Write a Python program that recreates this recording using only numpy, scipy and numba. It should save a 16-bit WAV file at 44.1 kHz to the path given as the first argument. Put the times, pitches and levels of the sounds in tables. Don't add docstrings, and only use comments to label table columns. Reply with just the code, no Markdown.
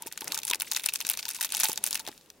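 import sys
import numpy as np
from scipy import signal
from scipy.fft import rfft, irfft
from scipy.io import wavfile
from scipy.ndimage import uniform_filter1d
from numba import njit

SR = 44100
rng = np.random.default_rng(int(sys.argv[2]) if len(sys.argv) > 2 else 0)


def dump_mix(stems):
    frames = np.atleast_2d(stems).T
    limited = np.clip(frames, -1, 1)
    pcm = np.round(limited * 32767).astype(np.int16)
    wavfile.write(sys.argv[1], SR, pcm)


def ratio(d):
    e = np.asarray(d, float) / 20
    return 10 ** e


N = 105840
TIME = np.arange(N) / SR
WIDE = 0.44


@njit
def band_pass(x, hz, width):
    y, band, low = np.empty(len(x)), 0., 0.
    g, k = np.tan(np.pi * hz / SR), width / hz
    for i in range(len(x)):
        v = (band + g * (x[i] - low)) / (1 + g * (g + k))
        band, low, y[i] = 2 * v - band, low + 2 * g * v, k * v
    return y


@njit
def rings(n, at, hz, q, left, right, lag):
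    out = np.zeros((2, n + 2000))
    for e in range(len(at)):
        w = 2 * np.pi * hz[e] / SR
        for i in range(min(int(14 * q / w) + 2, 1900)):
            for c in range(2):
                u = i - (at[e] % 1) - max(lag[e] * (1 - 2 * c), 0.)
                if u > 0:
                    level = left[e] if c == 0 else right[e]
                    fade = min(u * w / 5, 1.) * np.exp(-u * w / (2 * q))
                    out[c, int(at[e]) + i] += level * fade * np.sin(w * u)
    return out[:, :n]


def unit(x):
    return x / np.sqrt(np.mean(x ** 2))


def colour(x, points):
    hz, db = np.array(points, float).T
    grid = np.log(np.linspace(1, SR / 2, 2049))
    cepstrum = irfft(np.interp(grid, np.log(hz), db) * np.log(10) / 20)
    cepstrum[1:2048] *= 2
    cepstrum[2049:] = 0
    response = irfft(np.exp(rfft(cepstrum)))
    return signal.fftconvolve(x, response[None], axes=1)[:, :N]


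def pair(wide):
    mid, side = rng.standard_normal((2, N))
    treble = side - .75 * uniform_filter1d(side, size=9)
    return mid + wide * treble * np.array([[1], [-1]])


def walk(size):
    once = uniform_filter1d(rng.standard_normal(N), size=size)
    return unit(uniform_filter1d(once, size=size))


def decay(at, size, tau_s):
    kick = np.bincount(np.clip(at, 0, N - 1).astype(int), size, N)
    return signal.lfilter([1], [1, -np.exp(-1 / (tau_s * SR))], kick)


PAN_DB, PAN_SCATTER_DB, LAG_S = 1.5, 2.5, .00002
BASS_HZ = 900


def clicks(t, db, hz, q):
    place, sign = rng.standard_normal((len(t), 2)).T
    pan_db = (PAN_DB + PAN_SCATTER_DB * place) / 2
    g = ratio(db) * np.sign(sign)
    at = np.clip(t * SR, 0, N - 1)
    pitch = np.clip(hz, 100, 16000.)
    out = rings(N, at, pitch, 1. * q, g * ratio(pan_db), g * ratio(-pan_db), -place * LAG_S * SR)
    return signal.sosfilt(signal.butter(2, BASS_HZ, "high", fs=SR, output="sos"), out)


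# (frequency [Hz], level [dB per Hz])
ROOM_TONE = [(18, -53), (30, 8.5), (473, 8), (1500, -27), (1760, -26), (11400, -15), (16000, -40)]
ROOM_DB = -67.5


def room():
    return ratio(ROOM_DB) * unit(colour(pair(.6), ROOM_TONE))


BUMP_CYCLES, RUB_FLICKER_DB = 2.1, 1.8
# (time [s], peak level [dB], body pitch [Hz])
FINGER_BUMPS = [(.059, -35.5, 370), (0.217, -36.5, 350), (0.508, -33, 340), (.554, -41.5, 460),
                (.861, -40, 705), (1.044, -48, 260), (1.635, -41, 483), (1.693, -31, 390),
                (1.836, -51.5, 350), (2.076, -30.5, 715), (2.088, -35, 312)]
# (time [s], level [dB])
FINGER_RUB = [(0, -56), (.2, -64), (.28, -47), (.38, -59), (.44, -59.5), (1.0, -63), (1.07, -58),
              (1.3, -62.5), (1.7, -57), (2.1, -57), (2.2, -65)]


def hands():
    skin = unit(np.array([band_pass(v, 260., 500.) for v in pair(1)]))
    bumps = 0
    for start, db, hz in FINGER_BUMPS:
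        since = TIME - start
        swell = np.sin(np.pi * np.clip(since * hz / BUMP_CYCLES, 0, 1))
        bumps = bumps + ratio(db) * (np.sin(2 * np.pi * hz * since) + skin / 1.8) * swell
    rub_db = np.interp(TIME, *np.array(FINGER_RUB).T) + RUB_FLICKER_DB * walk(size=500)
    rub = ratio(rub_db) * skin
    return signal.sosfilt(signal.butter(2, 110, "high", fs=SR, output="sos"), bumps + rub)


NECK_HZ, NECK_WIDTH_HZ, NECK_FROM_FILM_DB = 885, 75, -1
SLUG_RISE_S, SLUG_S = 0.00067, 0.011
WALL_WIDTH_HZ, WALL_DB = 57, -3.5
# (time [s], level [dB], neck pitch [Hz])
POWDER_SLUGS = [(.002, -49.5, 885), (0.022, -45, 940), (0.068, -43, 910), (.219, -40, 905),
                (.271, -44.5, 820), (0.333, -43, 910), (.37, -41, 856), (0.51, -33, 962), (.62, -43, 917),
                (1.005, -44, 927), (1.137, -50, 900), (1.263, -42.5, 910), (1.385, -41.5, 958),
                (1.541, -38.5, 815), (1.69, -35.5, 890), (1.644, -29.5, 866), (1.656, -35, 850),
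                (1.772, -43, 880), (1.998, -43.5, 880), (2.043, -49.5, 925), (2.073, -38, 843)]
WALL_PITCHES = [1470, 2050, 2600, 2990, 3670, 4200]


def neck(x, hz):
    return band_pass(band_pass(x, 1. * hz, 1. * NECK_WIDTH_HZ), 1. * hz, 2. * NECK_WIDTH_HZ)


def flask(near):
    mid = near.mean(axis=0)
    hum = 0
    for start, db, hz in POWDER_SLUGS:
        since = TIME - start
        fall = np.clip(since / SLUG_RISE_S, 0, 1) * np.exp(-np.clip(since / SLUG_S, 0, 9) ** 2)
        slug = neck(fall * rng.standard_normal(N), hz)
        hum = hum + ratio(db) * slug / np.abs(slug).max()
    wall = 0
    for k, hz in enumerate(WALL_PITCHES):
        wall = wall + (-1) ** k * band_pass(mid, 1. * hz, 1. * WALL_WIDTH_HZ)
    kick = np.abs(mid) * rng.standard_normal(N)
    return hum + ratio(WALL_DB) * wall + ratio(NECK_FROM_FILM_DB) * neck(kick, NECK_HZ)


GRAIN_SCATTER_DB, GRAIN_Q, HISS_DB, FLICKER_DB = 6.5, 4, -6, 5
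POUR_ENDS_S = 2.1
# (time [s], level [dB])
POWDER_FLOW = [(0, -52), (.2, -52), (.35, -43), (0.499, -62), (.68, -43.5), (.95, -49.5), (1.1, -46),
               (1.5, -45.5), (1.65, -36.5), (1.75, -49), (1.808, -51.5), (1.899, -43), (2.031, -52),
               (2.14, -55.5), (2.27, -63.5), (2.4, -67)]


def powder(film, count=3500):
    u = rng.random((count, 3))
    t = u[:, 0] * N / SR
    largest = 2.6 - 1.6 * (t > POUR_ENDS_S)
    size_db = GRAIN_SCATTER_DB * np.minimum(-np.log(u[:, 1]), largest) + 10 * u[:, 2]
    grains = clicks(t, size_db, 2200 * 8.3 ** u[:, 2], GRAIN_Q)
    hiss = np.array([band_pass(v, 5140.0, 16500.0) for v in pair(WIDE)])
    shake = np.log(uniform_filter1d(film[0] ** 2, size=700, origin=250) + 1e-6)
    flicker = np.clip(unit(shake - shake.mean()), -2, 2) * (np.arange(N) < POUR_ENDS_S * SR)
    flow_db = np.interp(TIME, *np.array(POWDER_FLOW).T) + FLICKER_DB * flicker
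    return ratio(flow_db) * (unit(grains) + ratio(HISS_DB) * unit(hiss))


SNAP_S, SNAP_DB, TAIL_S, TAIL_DB, CREAK_S, CREAK_DB = .0003, -0.5, 0.0027, -10, 0.0017, -16
PATCH_OCTAVES, PATCHY_DB, SKIRT = .6, 2, 2.6
RING_SHARE_DB, RING_Q, FOLD_Q = -3.5, 8, 6.8
TICK_SPREAD_S, TICK_DB, TICK_SCATTER_DB, TICK_Q = .005, -29, 3, 5
# (time [s], peak level [dB], ring pitch [Hz])
CREASE_SNAPS = [(0.0226, -24, 7840), (0.0702, -21.5, 6900), (0.0753, -28, 13500), (0.1145, -36, 3470),
                (0.1247, -22, 6350), (0.1763, -20, 5300), (0.208, -24, 9900), (0.2103, -26, 5100),
                (0.2194, -26.5, 3230), (0.244, -26, 11800), (0.2788, -17.5, 5800), (0.321, -13, 5260),
                (0.3453, -15, 5730), (0.3497, -20.5, 11200), (0.3762, -17.5, 5900), (0.3892, -18, 5650),
                (0.418, -34, 4200), (0.433, -18.5, 4370), (0.4511, -18, 9500), (0.47, -20.5, 7900),
                (0.478, -21, 9060), (0.48, -22, 6700), (0.4833, -23, 8400), (0.4887, -24, 7260),
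                (0.4986, -18, 7060), (0.5015, -12, 8000), (0.5115, -10.5, 3920), (0.534, -9.5, 2810),
                (0.5462, -13.5, 6650), (0.5563, -19, 7700), (0.6, -17.5, 9200), (0.6081, -18.5, 4050),
                  (0.6198, -10, 11700), (0.7153, -13.5, 6700), (0.7197, -12.5, 4240), (0.7345, -20.5, 5800),
                  (0.7484, -20, 5140), (0.7646, -12.5, 4900), (0.771, -14.5, 6500), (0.7965, -18, 3370),
                  (0.8368, -22, 9400), (0.8408, -19, 3960), (0.8609, -8, 6800), (0.888, -11, 2740),
                  (0.8935, -19.5, 4030), (0.9374, -13, 9700), (0.9579, -11, 5420), (1.0043, -15.5, 5400),
                  (1.0122, -16.5, 3260), (1.0676, -15, 7600), (1.0904, -11.5, 7660), (1.0991, -9.5, 10500),
                  (1.114, -18.5, 11700), (1.1341, -24.5, 9200), (1.1379, -19, 4260), (1.1734, -18, 7000),
                (1.1906, -19, 4330), (1.1941, -18.5, 4200), (1.228, -23, 4900), (1.254, -17.5, 5230),
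                 (1.262, -44, 6360), (1.2824, -24, 6000), (1.2895, -14, 11000), (1.29, -36, 9800),
                 (1.3038, -20, 7140), (1.3108, -24.5, 8500), (1.3344, -33, 8300), (1.3474, -23.5, 6900),
                 (1.3515, -33, 10300), (1.365, -22.5, 5740), (1.4102, -15.5, 6440), (1.4146, -14, 6200),
                 (1.4274, -13.5, 8100), (1.4367, -20.5, 6900), (1.447, -10.5, 8500), (1.4512, -19, 8800),
                 (1.504, -28.5, 6400), (1.522, -14, 6600), (1.5488, -11.5, 4370), (1.569, -13.5, 8500),
                 (1.5797, -34, 7800), (1.6007, -12.5, 11400), (1.607, -11, 5600), (1.6342, -6, 6650),
                (1.639, -17, 6640), (1.6416, -21, 9800), (1.645, -17, 9900), (1.6482, -23, 4770),
                (1.6549, -12.5, 4840), (1.6858, -13.5, 8600), (1.697, -15.5, 6700), (1.7173, -16, 5270),
                (1.7304, -18, 9900), (1.7588, -24, 5200), (1.7759, -13, 4730), (1.8401, -10.5, 8800),
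                (1.8649, -13.5, 8850), (1.8732, -13, 7100), (1.9087, -17, 9800), (1.929, -13.5, 5250),
                (1.9453, -18, 8800), (1.9535, -14, 3340), (1.9558, -13, 5660), (1.9751, -22.5, 5100),
                (1.9948, -21, 5900), (1.9991, -23.5, 4700), (2.0658, -27, 3480), (2.0754, -21, 5400),
                (2.079, -25.5, 3500), (2.0856, -23.5, 4970), (2.1776, -35.5, 5430), (2.302, -30, 5620)]
# (time [s], peak level [dB], ring pitch [Hz])
SMALL_CREASES = [(0.0643, -31, 8400), (0.159, -43, 1800), (0.2744, -28, 4540), (0.304, -33, 2470),
                 (0.4683, -30, 11670), (.647, -35, 2480), (.6765, -37, 3700), (0.7625, -15, 3650),
                 (.786, -37, 6100), (0.82, -35, 13490), (0.8516, -28, 13210), (0.858, -26, 9240),
                 (0.923, -32.5, 2400), (0.9527, -23, 7100), (0.9898, -33, 6660), (1.0501, -21, 4000),
                 (1.1064, -22, 5000), (1.1093, -23, 4720), (1.2847, -25.5, 3570), (1.326, -46, 12610),
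                 (1.3573, -24.5, 6000), (1.387, -29.5, 2600), (1.4, -34, 6960), (1.4323, -20, 4940),
                 (1.457, -22.5, 4670), (1.4913, -28, 4850), (1.5418, -21, 6600), (1.5927, -23, 5900),
                 (1.674, -25, 8390), (1.804, -45, 8620), (1.8553, -20.5, 5700), (2.0064, -31, 4380),
                 (2.051, -31.5, 3300)]
# (time [s], peak level [dB], ring pitch [Hz])
LAST_GRAINS = [
    (2.116, -38, 5000),
    (2.127, -38, 1900),
    (2.211, -41.5, 4230),
    (2.2603, -44.5, 2850),
    (2.304, -45, 2120),
]
# (time [s], peak level [dB], ring pitch [Hz])
WIDE_FOLDS = [(0.115, -34.5, 1860), (0.175, -31, 1570), (0.275, -23.5, 2050), (0.3318, -30, 1100),
              (0.368, -28, 1470), (0.5295, -21, 2380), (0.6731, -29, 2100), (0.7499, -31, 1970),
              (.77, -19, 2010), (.84, -27, 2050), (1.0521, -34, 1580), (1.2654, -43, 2490),
              (1.4104, -21.5, 1950), (1.5359, -29, 1530), (1.541, -33, 1440), (1.696, -34, 1500),
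              (2.0799, -31, 2040)]
# (frequency [Hz], level [dB])
FILM_TONE = [(200, -48), (600, -12.5), (1400, -6.5), (2600, -3.5), (4500, -6), (9000, -5), (13000, 2),
             (16500, -10)]


def sachet(count=5):
    squeezes = CREASE_SNAPS
    t, db, hz = np.array(squeezes + SMALL_CREASES + LAST_GRAINS, float).T
    db, at, crack = db + SNAP_DB, t * SR, 0
    patch = np.clip(rng.standard_normal((len(t), 8)).T, -3, 1.2)
    for band, luck in zip(700 * 1.55 ** np.arange(8), patch):
        off_pitch = np.minimum((np.log2(band / hz) / PATCH_OCTAVES) ** 2, SKIRT)
        g = ratio(db - 3.43 * off_pitch + PATCHY_DB * luck)
        tail = ratio(TAIL_DB) * decay(at, g, TAIL_S)
        creak = ratio(CREAK_DB) * decay(N - at, g, CREAK_S)[::-1]
        env = decay(at, g, SNAP_S) + tail + creak
        rough = [np.sign(v) * np.abs(v) ** .5 * env for v in pair(WIDE)]
        snap = [band_pass(band_pass(v, band, band * .5), band, band * .5) for v in rough]
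        crack = crack + np.array(snap) * 3
    crack = colour(crack, FILM_TONE) * ratio([[PAN_DB / 2], [-PAN_DB / 2]])
    ringing = clicks(t, db + RING_SHARE_DB, hz, RING_Q)

    u = rng.random((len(t), count, 3))
    late = -np.log(u[..., 0]) * TICK_SPREAD_S - .0015
    size_db = np.minimum(-np.log(u[..., 1]), 3) * TICK_SCATTER_DB + 8 * u[..., 2]
    tick_t = (t[:, None] + late).ravel()
    tick_db = (db[:, None] + TICK_DB + size_db).ravel()
    ticks = clicks(tick_t, tick_db, (1800 * 8. ** u[..., 2]).ravel(), TICK_Q)
    return crack + ringing + ticks + clicks(*np.array(WIDE_FOLDS).T, FOLD_Q)


def scene():
    film = sachet()
    near = film + powder(film)
    return room() + hands() + flask(near) + near


def top_cut(x):
    return signal.sosfilt(signal.butter(12, 17150, fs=SR, output="sos"), x)


def record(dry):
    cut = signal.sosfilt(signal.ellip(10, .3, 70, 15950, fs=SR, output="sos"), dry)
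    return top_cut(cut)


dry = scene()
out = record(dry)
dump_mix(out)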